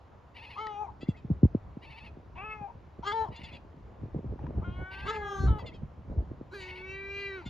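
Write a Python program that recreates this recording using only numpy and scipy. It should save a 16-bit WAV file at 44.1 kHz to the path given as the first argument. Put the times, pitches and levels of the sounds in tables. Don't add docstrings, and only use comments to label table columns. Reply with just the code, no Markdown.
import sys
import numpy as np
from scipy import signal
from scipy.fft import rfft, irfft, next_fast_len
from scipy.io import wavfile
from scipy.ndimage import uniform_filter1d, map_coordinates

SR = 44100
rng = np.random.default_rng(int(sys.argv[2]) if len(sys.argv) > 2 else 0)


def waveform_to_disk(signal):
    frames = np.transpose(np.atleast_2d(signal))
    scaled = np.clip(frames, -1, 1) * 32767
    samples = np.round(scaled).astype(np.int16)
    wavfile.write(sys.argv[1], SR, samples)


N = 330309
T = np.arange(N) / SR
TOP_HZ = 14200

# f/Hz, relative level/dB
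SEA_SPECTRUM = [(25, -23), (70, 1.5), (170, -16), (1000, -18.5), (1600, -29), (6500, -51), (10000, -58.5)]
RUMBLE_SPECTRUM = [(22, -17), (65, 1), (130, -6), (300, -20), (600, -24.5), (1200, -37.5), (6000, -79)]
# f/Hz, left-right correlation
BED_CORRELATION = [(60, .985), (250, .7), (1000, .45), (5000, .85), (11000, .3)]
# t/s, level/dB
BREEZE = [(0, -78), (.8, -53.5), (1.7, -52.5)]
# crest t/s, level/dB, decay t/s
GUSTS = [(3.29, -48.5, 0.78), (4.15, -39, 0.24), (4.47, -41, 0.75), (5.482, -36, 0.2), (6.19, -38, 0.1)]
# t/s, level/dB, starting f/Hz
EDDIES = [(1.03, -32.5, 664), (1.086, -19, 375), (1.246, -32.5, 333), (1.301, -22, 413),
          (1.309, -19.5, 266), (1.431, -11.5, 454), (1.435, -16.5, 160), (1.451, -18.5, 464),
          (1.548, -17.5, 548), (1.769, -34.5, 504), (2.17, -41, 635), (2.61, -42, 330), (2.991, -36.5, 587),
          (3.285, -39, 330), (4.033, -33.5, 500), (4.146, -28.5, 644), (4.159, -26.5, 337),
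          (4.186, -38, 616), (4.243, -35, 604), (4.324, -35.5, 720), (4.437, -37.5, 420), (4.486, -39, 600),
          (4.581, -34.5, 655), (4.685, -39.5, 380), (5.437, -28.5, 570), (5.83, -35, 300),
          (6.113, -35.5, 490), (6.171, -21, 112.4), (6.314, -34, 583), (6.411, -34, 624),
          (7.46, -34.5, 390)]
# f/Hz, t60/s
CLIFF_DECAY = [(300, 0.1), (1000, 0.5), (6000, 0.2)]
# t/s, level/dB, ring f/Hz
KNOCKS = [(.669, -32.5, 1904), (4.392, -39, 850), (4.467, -36.5, 980)]

# t/s, pitch f/Hz, level/dB, glide as a share of the pitch
PEEPS = [(1.003, 676, -56, 0.11), (1.075, 681, -60, -0.069), (1.157, 633, -65.5, -0.077),
         (3.348, 696, -55.5, 0.059), (3.427, 680, -52.5, -0.17), (3.521, 675, -56, -0.067),
         (5.579, 661, -56.5, -0.13), (5.653, 685, -51.5, -0.17), (5.729, 637, -62.5, -0.085),
         (7.45, 710, -51.5, -0.04)]
# start t/s, end t/s, pitch f/Hz, level/dB
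BEGS = [(0.339, 0.577, 889, -55), (1.81, 2.104, 907, -57.5), (3.307, 3.593, 916, -59),
        (4.9, 5.188, 890, -53), (6.592, 6.835, 921, -54.5)]
# f/Hz, relative level/dB
PEEP_THROAT = [(1400, -15), (2100, -4), (2800, -1), (3050, -2.5), (3400, 2.5), (3800, -9), (4750, -6.5),
               (5500, -31), (7200, -21), (14000, -63.5)]
BEG_THROAT = [(500, -41), (920, 6), (1350, -33), (1850, -1), (2600, 6.5), (3500, -8.5), (4500, -7),
              (5600, -26), (7500, -41), (10500, -26), (14000, -48)]

# t/s, pitch f/Hz, body level/dB, edge level/dB, beak resonance f/Hz
MEW_1 = [(.59, 423.5, -38, -53, 1187), (.615, 441, -42, -51, 1110), (.67, 432, -41.5, -59.5, 1120),
         (.75, 405.6, -46, -62, 943), (.825, 425.5, -35.5, -68.5, 972), (.858, 386, -47, -73.5, 900)]
MEW_2 = [(2.385, 365.3, -49.5, -50, 916), (2.455, 431.5, -46.5, -52.5, 1124), (2.53, 432.5, -48, -46, 1154),
         (2.585, 421.3, -53.5, -62.5, 975), (2.648, 403.4, -40, -69.5, 777),
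         (2.672, 395, -49.5, -75.5, 790)]
MEW_3 = [(3.058, 394.5, -44.5, -54, 1300), (3.078, 407, -34, -40, 1380), (3.117, 414.2, -37.5, -48, 1440),
         (3.124, 434, -39, -44.5, 990), (3.142, 451.3, -34.5, -59, 860), (3.218, 443.6, -31, -58.5, 850),
         (3.243, 434.6, -34.5, -67, 910)]
MEW_4 = [(5.083, 426.4, -38, -48.5, 1310), (5.1, 424.3, -32.5, -43, 1240),
         (5.122, 449.5, -42.5, -59.5, 1020), (5.18, 427.3, -40, -64.5, 970),
         (5.23, 404.2, -45.5, -65.5, 940), (5.38, 388.5, -42.5, -62.5, 1016),
         (5.475, 386.6, -45, -61.5, 895)]
WAIL_1 = [(4.648, 349.2, -49.5, -64, 1330), (4.74, 360.6, -60.5, -64.5, 1190),
          (4.84, 370.7, -49.5, -59.5, 1440), (5.04, 396.4, -50.5, -62.5, 1550),
          (5.17, 419.6, -46.5, -54, 1810), (5.32, 406.4, -42.5, -58, 1380), (5.46, 383, -53, -78, 1520),
          (5.485, 443, -45, -60, 1190), (5.585, 418.3, -47, -66.5, 1000)]
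WAIL_2 = [(6.545, 412, -44.5, -57.5, 1640), (6.62, 369.7, -53.5, -51, 2100), (6.77, 367.2, -53, -54, 2320),
          (6.96, 389.5, -49, -48, 2480), (7.2, 399.3, -47.5, -43.5, 2230), (7.28, 395, -46, -43.5, 2270),
          (7.365, 383.2, -44, -52.5, 1480), (7.41, 342, -48, -62, 1350)]
# f/Hz, relative level/dB
OPEN_THROAT = [(420, -6), (850, -7), (1280, -12), (1720, -25), (2150, 6), (2600, -16), (3150, 2),
               (3600, -11.5), (4050, -11.5), (6700, -26), (14000, -53)]
NARROW_THROAT = [(420, 2), (1300, -3), (2150, 0.5), (2600, 10.5), (3000, -12.5), (3450, -14), (4000, -29),
                 (14000, -66)]
YELP_THROAT = [(420, -4.5), (1650, -17), (2080, 0), (2500, -13.5), (3250, 3.5), (3700, -9), (4200, -5),
               (14000, -46)]
GAPING_THROAT = [(420, 4.5), (850, -6), (2100, -4.5), (2500, -18), (3400, -7), (4300, -8.5), (5000, -25),
                 (7000, -21), (14000, -53.5)]
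FAR_THROAT = [(380, -2), (1500, -4), (1850, -18.5), (2200, -10.5), (2600, -28.5), (3000, -18),
              (4000, -35.5), (5000, -64)]
NASAL_THROAT = [(390, -4.5), (780, -28), (1180, -19.5), (1580, -14.5), (1970, -9), (2350, 0), (2750, -11),
                (3150, -9.5), (3550, -22), (3950, -0.5), (4330, -11.5), (4730, -7.5), (5100, -30),
                (5500, -14.5), (7000, -22), (14000, -31.5)]
CROAK_THROAT = [(550, -27), (930, 7), (1500, -39.5), (5000, -69.5)]
SHRILL_COLOUR = [(4700, -40), (5200, -3.5), (7100, -5), (8800, -25), (11300, -17.5), (14000, -31)]

# f/Hz, left minus right level/dB, left lead/rad
MIC_PORTS = [(200, 0, 0), (400, -2.5, -.2), (800, 7.5, -.7), (1250, 3, -1), (1700, 1, -.6), (2250, 2, 1.3),
             (3200, 1, .35), (7500, 0, .2), (9500, 0, 1.6)]
# f/Hz, level/dB
MIC_NOTCH = [(7300, 2.5), (7900, -11.5), (8400, -32), (9100, -1.5)]


def amp(db):
    return 10 ** (np.asarray(db) / 20)


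def unit(x):
    return x / np.sqrt(np.mean(x ** 2) + 1e-20)


def along(table, hz, column=1):
    cols = np.transpose(table)
    return np.interp(np.log(hz + 1), np.log(cols[0] + 1), cols[column])


def curves(rows, t):
    s, *cols = np.transpose(rows)
    return [np.interp(t, s, c) for c in cols]


def wobble(rate, size):
    knots = rng.standard_normal(int(size * rate / SR) + 4)
    return map_coordinates(knots, [np.arange(size) * rate / SR])


def filtered(x, response):
    n = x.shape[-1]
    m = next_fast_len(n + SR // 8)
    return irfft(rfft(x, m) * response(np.fft.rfftfreq(m, 1 / SR)), m)[..., :n]


def add(track, s, sound):
    part = track[max(round(s * SR), 0):][:len(sound)]
    part += sound[:len(part)]


def gate(t, start, end, fade):
    return np.sin(np.pi / 2 * np.clip(np.minimum(t - start, end - t) / fade, 0, 1)) ** 2


def noise_bed(spectrum, patchy_db):
    bins = signal.stft(rng.standard_normal((2, N)), nperseg=512)[2]
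    patches = uniform_filter1d(rng.standard_normal(bins.shape[1:]), size=6, axis=0)
    patches = uniform_filter1d(patches, size=14, axis=1)
    pair = signal.istft(bins * amp(patchy_db * unit(patches)), nperseg=512)[1][:, :N]
    width = lambda hz: np.arccos(along(BED_CORRELATION, hz)) / 2
    colour = lambda hz: amp(along(spectrum, hz)) * [np.cos(width(hz)), np.sin(width(hz))]
    mid, side = filtered(pair, colour)
    return unit(np.array([mid + side, mid - side]))


def sea(level_db=-56.5):
    return amp(level_db) * noise_bed(SEA_SPECTRUM, patchy_db=1)


def buffeting(rise_s=0.087, churn_db=6, churn_s=.022):
    breeze_db, = curves(BREEZE, T)
    power = amp(breeze_db) ** 2
    for crest, db, decay_s in GUSTS:
        envelope = np.exp(-np.maximum((crest - T) / rise_s, (T - crest) / decay_s))
        power += (amp(db) * envelope) ** 2
    nearest_s = np.full(N, np.inf)
    for s, _, _ in EDDIES:
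        nearest_s = np.minimum(nearest_s, np.abs(T - s - churn_s / 2))
    return 10 * np.log10(power) + churn_db / (1 + (nearest_s / churn_s) ** 4)


def eddy(start_hz, rise_cycles=1.9, crackle=0.11, wake=0.14, wake_s=0.013):
    t = np.arange(SR // 10) / SR
    age = t * start_hz / rise_cycles
    swell = lambda v: v ** 2 * np.exp(2 - 2 * v)
    end_hz = np.sqrt(17 * start_hz)
    hz = end_hz + (start_hz - end_hz) * np.exp(-age / 1.08)
    ragged = 1 + crackle * np.exp(-age) * wobble(1700, len(t))
    envelope = swell(age) * ragged + wake * swell(t / wake_s)
    return envelope * np.sin(2 * np.pi * (np.cumsum(hz) / SR + rng.random()))


def wind(rumble_db=-2.5, splinter_db=-3, splinter_s=.04, flutter_db=2, crossing_s=.00028, low_cut_hz=40):
    buffet_db = buffeting()
    thumps = np.zeros(N)
    for s, db, hz in EDDIES:
        add(thumps, s, amp(db) * eddy(hz))
        for when, speed in rng.random((4, 2)):
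            splinter = amp(buffet_db[int(s * SR)] + splinter_db - 10 * speed) * eddy(400 + 800 * speed)
            add(thumps, s + splinter_s * (when - .5), splinter)
    for when, size, speed in rng.random((170, 3)):
        db = buffet_db[int(when * N)] + flutter_db - 12 * (1 - size)
        add(thumps, when * T[-1], amp(db) * eddy(320 + 600 * speed))
    lead_s = np.array([[.5], [-.5]]) * crossing_s
    low_cut = lambda hz: hz ** 4 / (hz ** 4 + low_cut_hz ** 4)
    thumps = filtered(thumps, lambda hz: np.exp(2j * np.pi * hz * lead_s) * low_cut(hz))
    lumps_db = 3.7 * wobble(22, N)
    return thumps + amp(buffet_db + rumble_db + lumps_db) * noise_bed(RUMBLE_SPECTRUM, patchy_db=3.5)


def cliff(sound, predelay_s=0.007):
    hz, t, bins = signal.stft(rng.standard_normal((2, SR // 2)), SR, nperseg=256)
    decay = amp(-60 * t / along(CLIFF_DECAY, hz)[:, None])
    tail = signal.istft(bins * decay, SR, nperseg=256)[1]
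    delayed = np.pad(sound, (int(predelay_s * SR), 0))
    return signal.fftconvolve(delayed[None], tail / np.linalg.norm(tail[0]), axes=1)[:, :N]


def knocks(crack_t60=0.013, ring_t60=0.034):
    out, t = np.zeros(N), np.arange(SR // 20) / SR
    for s, db, hz in KNOCKS:
        burst = rng.standard_normal(len(t)) * amp(-60 * t / crack_t60)
        crack = signal.sosfilt(signal.butter(4, 2.2 * hz, fs=SR, output="sos"), burst)
        ring = np.sin(2 * np.pi * hz * t) * amp(-60 * t / ring_t60)
        add(out, s, amp(db) * (crack + ring / 2))
    return out


def harmonics(pitch, throat, count):
    k = np.arange(1, count + 1)[:, None]
    hz = k * pitch
    phase = 2 * np.pi * (k * np.cumsum(pitch) / SR + rng.random((count, 1)))
    return hz, amp(along(throat, hz)) * (hz < TOP_HZ), np.sqrt(2) * np.sin(phase)


def stack(gain, wave):
    return np.sum(gain * wave, 0) / np.sqrt(np.sum(gain ** 2, 0) + 1e-20)


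def rasp(throat, size):
    colour = lambda hz: amp(along(throat, hz)) * (hz > throat[0][0])
    return unit(filtered(rng.standard_normal(size), colour))


def peeps(length_s=.065, attack_s=.018, decay_s=.042, hoarse_db=-12, whistle_db=-60, whistle_s=.045):
    out = np.zeros(N)
    t, whistle_t = np.arange(0, length_s, 1 / SR), np.arange(0, whistle_s, 1 / SR)
    from_middle = t / length_s - .5
    husk = np.exp(-t / attack_s)
    envelope = gate(t, 0, length_s, attack_s) / (1 + (t / decay_s) ** 6)
    previous_s = -np.inf
    for s, pitch, db, glide in PEEPS:
        contour = 1 + glide * from_middle - .1 * from_middle ** 2 + .04 * husk * wobble(610, len(t))
        hz, gain, wave = harmonics(pitch * contour, PEEP_THROAT, count=19)
        flicker_db = 4.8 * np.array([wobble(50, len(t)) for _ in gain])
        dulling_db = 9 * from_middle * np.log2(hz / pitch)
        tone = stack(gain * amp(flicker_db - dulling_db), wave)
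        breath = amp(hoarse_db) * (1 + 2 * husk) * rasp(PEEP_THROAT, len(t))
        add(out, s, amp(db) * (tone + breath) * envelope)
        if s - previous_s < .12:
            whistle_hz = 1750 + 650 * whistle_t / whistle_s + 70 * wobble(690, len(whistle_t))
            whistle = amp(whistle_db) * np.sin(2 * np.pi * np.cumsum(whistle_hz) / SR)
            add(out, s - .026, whistle * gate(whistle_t, 0, whistle_s, whistle_s / 2))
        previous_s = s
    return out


def begging(quaver_hz=14.2, depth=.05, sag=.07, jitter=.02, hoarse_db=-8, scratch_db=2):
    out = np.zeros(N)
    for start, end, pitch, db in BEGS:
        t = np.arange(0, end - start, 1 / SR)
        quaver = lambda crest_s: np.cos(2 * np.pi * quaver_hz * (t - crest_s))
        contour = 1 + depth * quaver(crest_s=.03) - sag * (t / t[-1] - .5)
        strain = (1 + quaver(crest_s=.038)) / 2
        tone = 0
        for ratio, level in [(1, 1 - strain / 3), (.78, amp(-1) * strain)]:
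            shake = jitter * ((.5 + 2 * strain) * wobble(700, len(t)) + wobble(60, len(t)))
            _, gain, wave = harmonics(ratio * pitch * (contour + shake), BEG_THROAT, count=14)
            tone = tone + level * stack(gain, wave)
        breath = amp(hoarse_db) * (.5 + strain) * rasp(BEG_THROAT, len(t))
        scratch = unit(amp(scratch_db * (1 + strain) / 2 * wobble(130, len(t))))
        add(out, start, amp(db) * (tone + breath) * scratch * gate(t, 0, t[-1], 0.023))
    return out


def phrase(held):
    def tip(row, shift_s, pitch_ratio, body_db, edge_db, beak_ratio):
        s, pitch, body, edge, beak_hz = row
        return s + shift_s, pitch * pitch_ratio, body + body_db, edge + edge_db, beak_hz * beak_ratio
    scoop = tip(held[0], shift_s=-.028, pitch_ratio=.84, body_db=-12.5, edge_db=-14, beak_ratio=.93)
    drop = tip(held[-1], shift_s=.03822, pitch_ratio=.78, body_db=-22.5, edge_db=-7.5, beak_ratio=.97)
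    return [scoop, *held, drop]


def gull(held, throat, beak_db, dulling_db, hoarse_db=-19, beak_width_hz=190, croak_db=-14,
         gape_db=0, sink_octaves=0, shrill_db=None):
    rows = phrase(held)
    t = np.arange(rows[0][0] - .008, rows[-1][0] + 0.018, 1 / SR)
    progress = (t - t[0]) / (t[-1] - t[0])
    pitch, body_db, edge_db, beak_hz = curves(rows, t)
    octaves_per_s = np.abs(np.gradient(np.log2(pitch))) * SR
    breakup = uniform_filter1d(np.minimum(octaves_per_s / 8, 2), size=SR // 50)
    pitch = pitch * (1 + (.0025 + .03 * breakup) * wobble(260, len(t)))
    hz, gain, wave = harmonics(pitch, throat, count=36)
    low, high = slice(4), slice(4, None)
    beak = amp(beak_db / (1 + ((hz - beak_hz) / beak_width_hz) ** 2))
    neck_db = along(throat, hz[high] * 2 ** (sink_octaves * progress ** 2))
    swing = lambda db, rate: amp(db * np.array([wobble(rate, len(t)) for _ in hz[high]]))
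    upper = wave[high] * swing(db=2, rate=50)
    drift = swing(db=4.8, rate=10)
    db_per_octave = gape_db * ((2 * progress - 1) ** 4 - 0.9) - dulling_db * progress ** 2
    tilt_db = db_per_octave * np.log2(hz[high] / hz[high][0])
    roughness = 1 + .5 * breakup * wobble(300, len(t))
    body = amp(body_db) * stack((gain * beak)[low], wave[low]) * roughness
    edge = amp(edge_db) * stack(beak[high] * drift * amp(neck_db + tilt_db), upper)
    if shrill_db is not None:
        shrill = stack(drift * amp(along(SHRILL_COLOUR, hz[high])), upper)
        edge += amp(shrill_db) * shrill * gate(progress, start=.36, end=.97, fade=.2)
    breath = amp(edge_db + hoarse_db + 9.9 * breakup) * rasp(throat, len(t)) * (1 + .5 * wave[0])
    ends = gate(t, t[0], held[0][0], 0.018) + gate(t, held[-1][0], t[-1], 0.015)
    croak = amp(body_db.max() + croak_db) * ends * rasp(CROAK_THROAT, len(t))
    out = np.zeros(N)
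    add(out, t[0], (body + edge + breath + croak) * gate(t, t[0], t[-1], 0.0093))
    return out


def gulls():
    mews = gull(MEW_1, OPEN_THROAT, beak_db=27.5, dulling_db=12.5, sink_octaves=.72, shrill_db=-81.5)
    mews += gull(MEW_2, NARROW_THROAT, beak_db=26.5, dulling_db=15, sink_octaves=.062, shrill_db=-93)
    mews += gull(MEW_3, YELP_THROAT, beak_db=25, dulling_db=-8, beak_width_hz=324, hoarse_db=-15.5)
    mews += gull(MEW_4, GAPING_THROAT, beak_db=16, dulling_db=-2.5, hoarse_db=-13, croak_db=-21.5,
                 shrill_db=-67)
    wails = gull(WAIL_1, FAR_THROAT, beak_db=17.5, dulling_db=-12)
    wails += gull(WAIL_2, NASAL_THROAT, beak_db=7, dulling_db=4.5, hoarse_db=-29.5, gape_db=12.5)
    return mews + wails


def ports(hz):
    ratio = amp(along(MIC_PORTS, hz)) * np.exp(1j * along(MIC_PORTS, hz, column=2))
    return 2 * np.array([ratio, np.ones_like(ratio)]) / (1 + ratio)


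def scene(cliff_db=-18):
    foreground = gulls() + begging() + peeps() + knocks()
    return filtered(foreground, ports) + amp(cliff_db) * cliff(foreground) + sea() + wind()


def record(dry):
    return filtered(dry, lambda hz: amp(along(MIC_NOTCH, hz)) * (hz < TOP_HZ))


dry = scene()
out = record(dry)
waveform_to_disk(out)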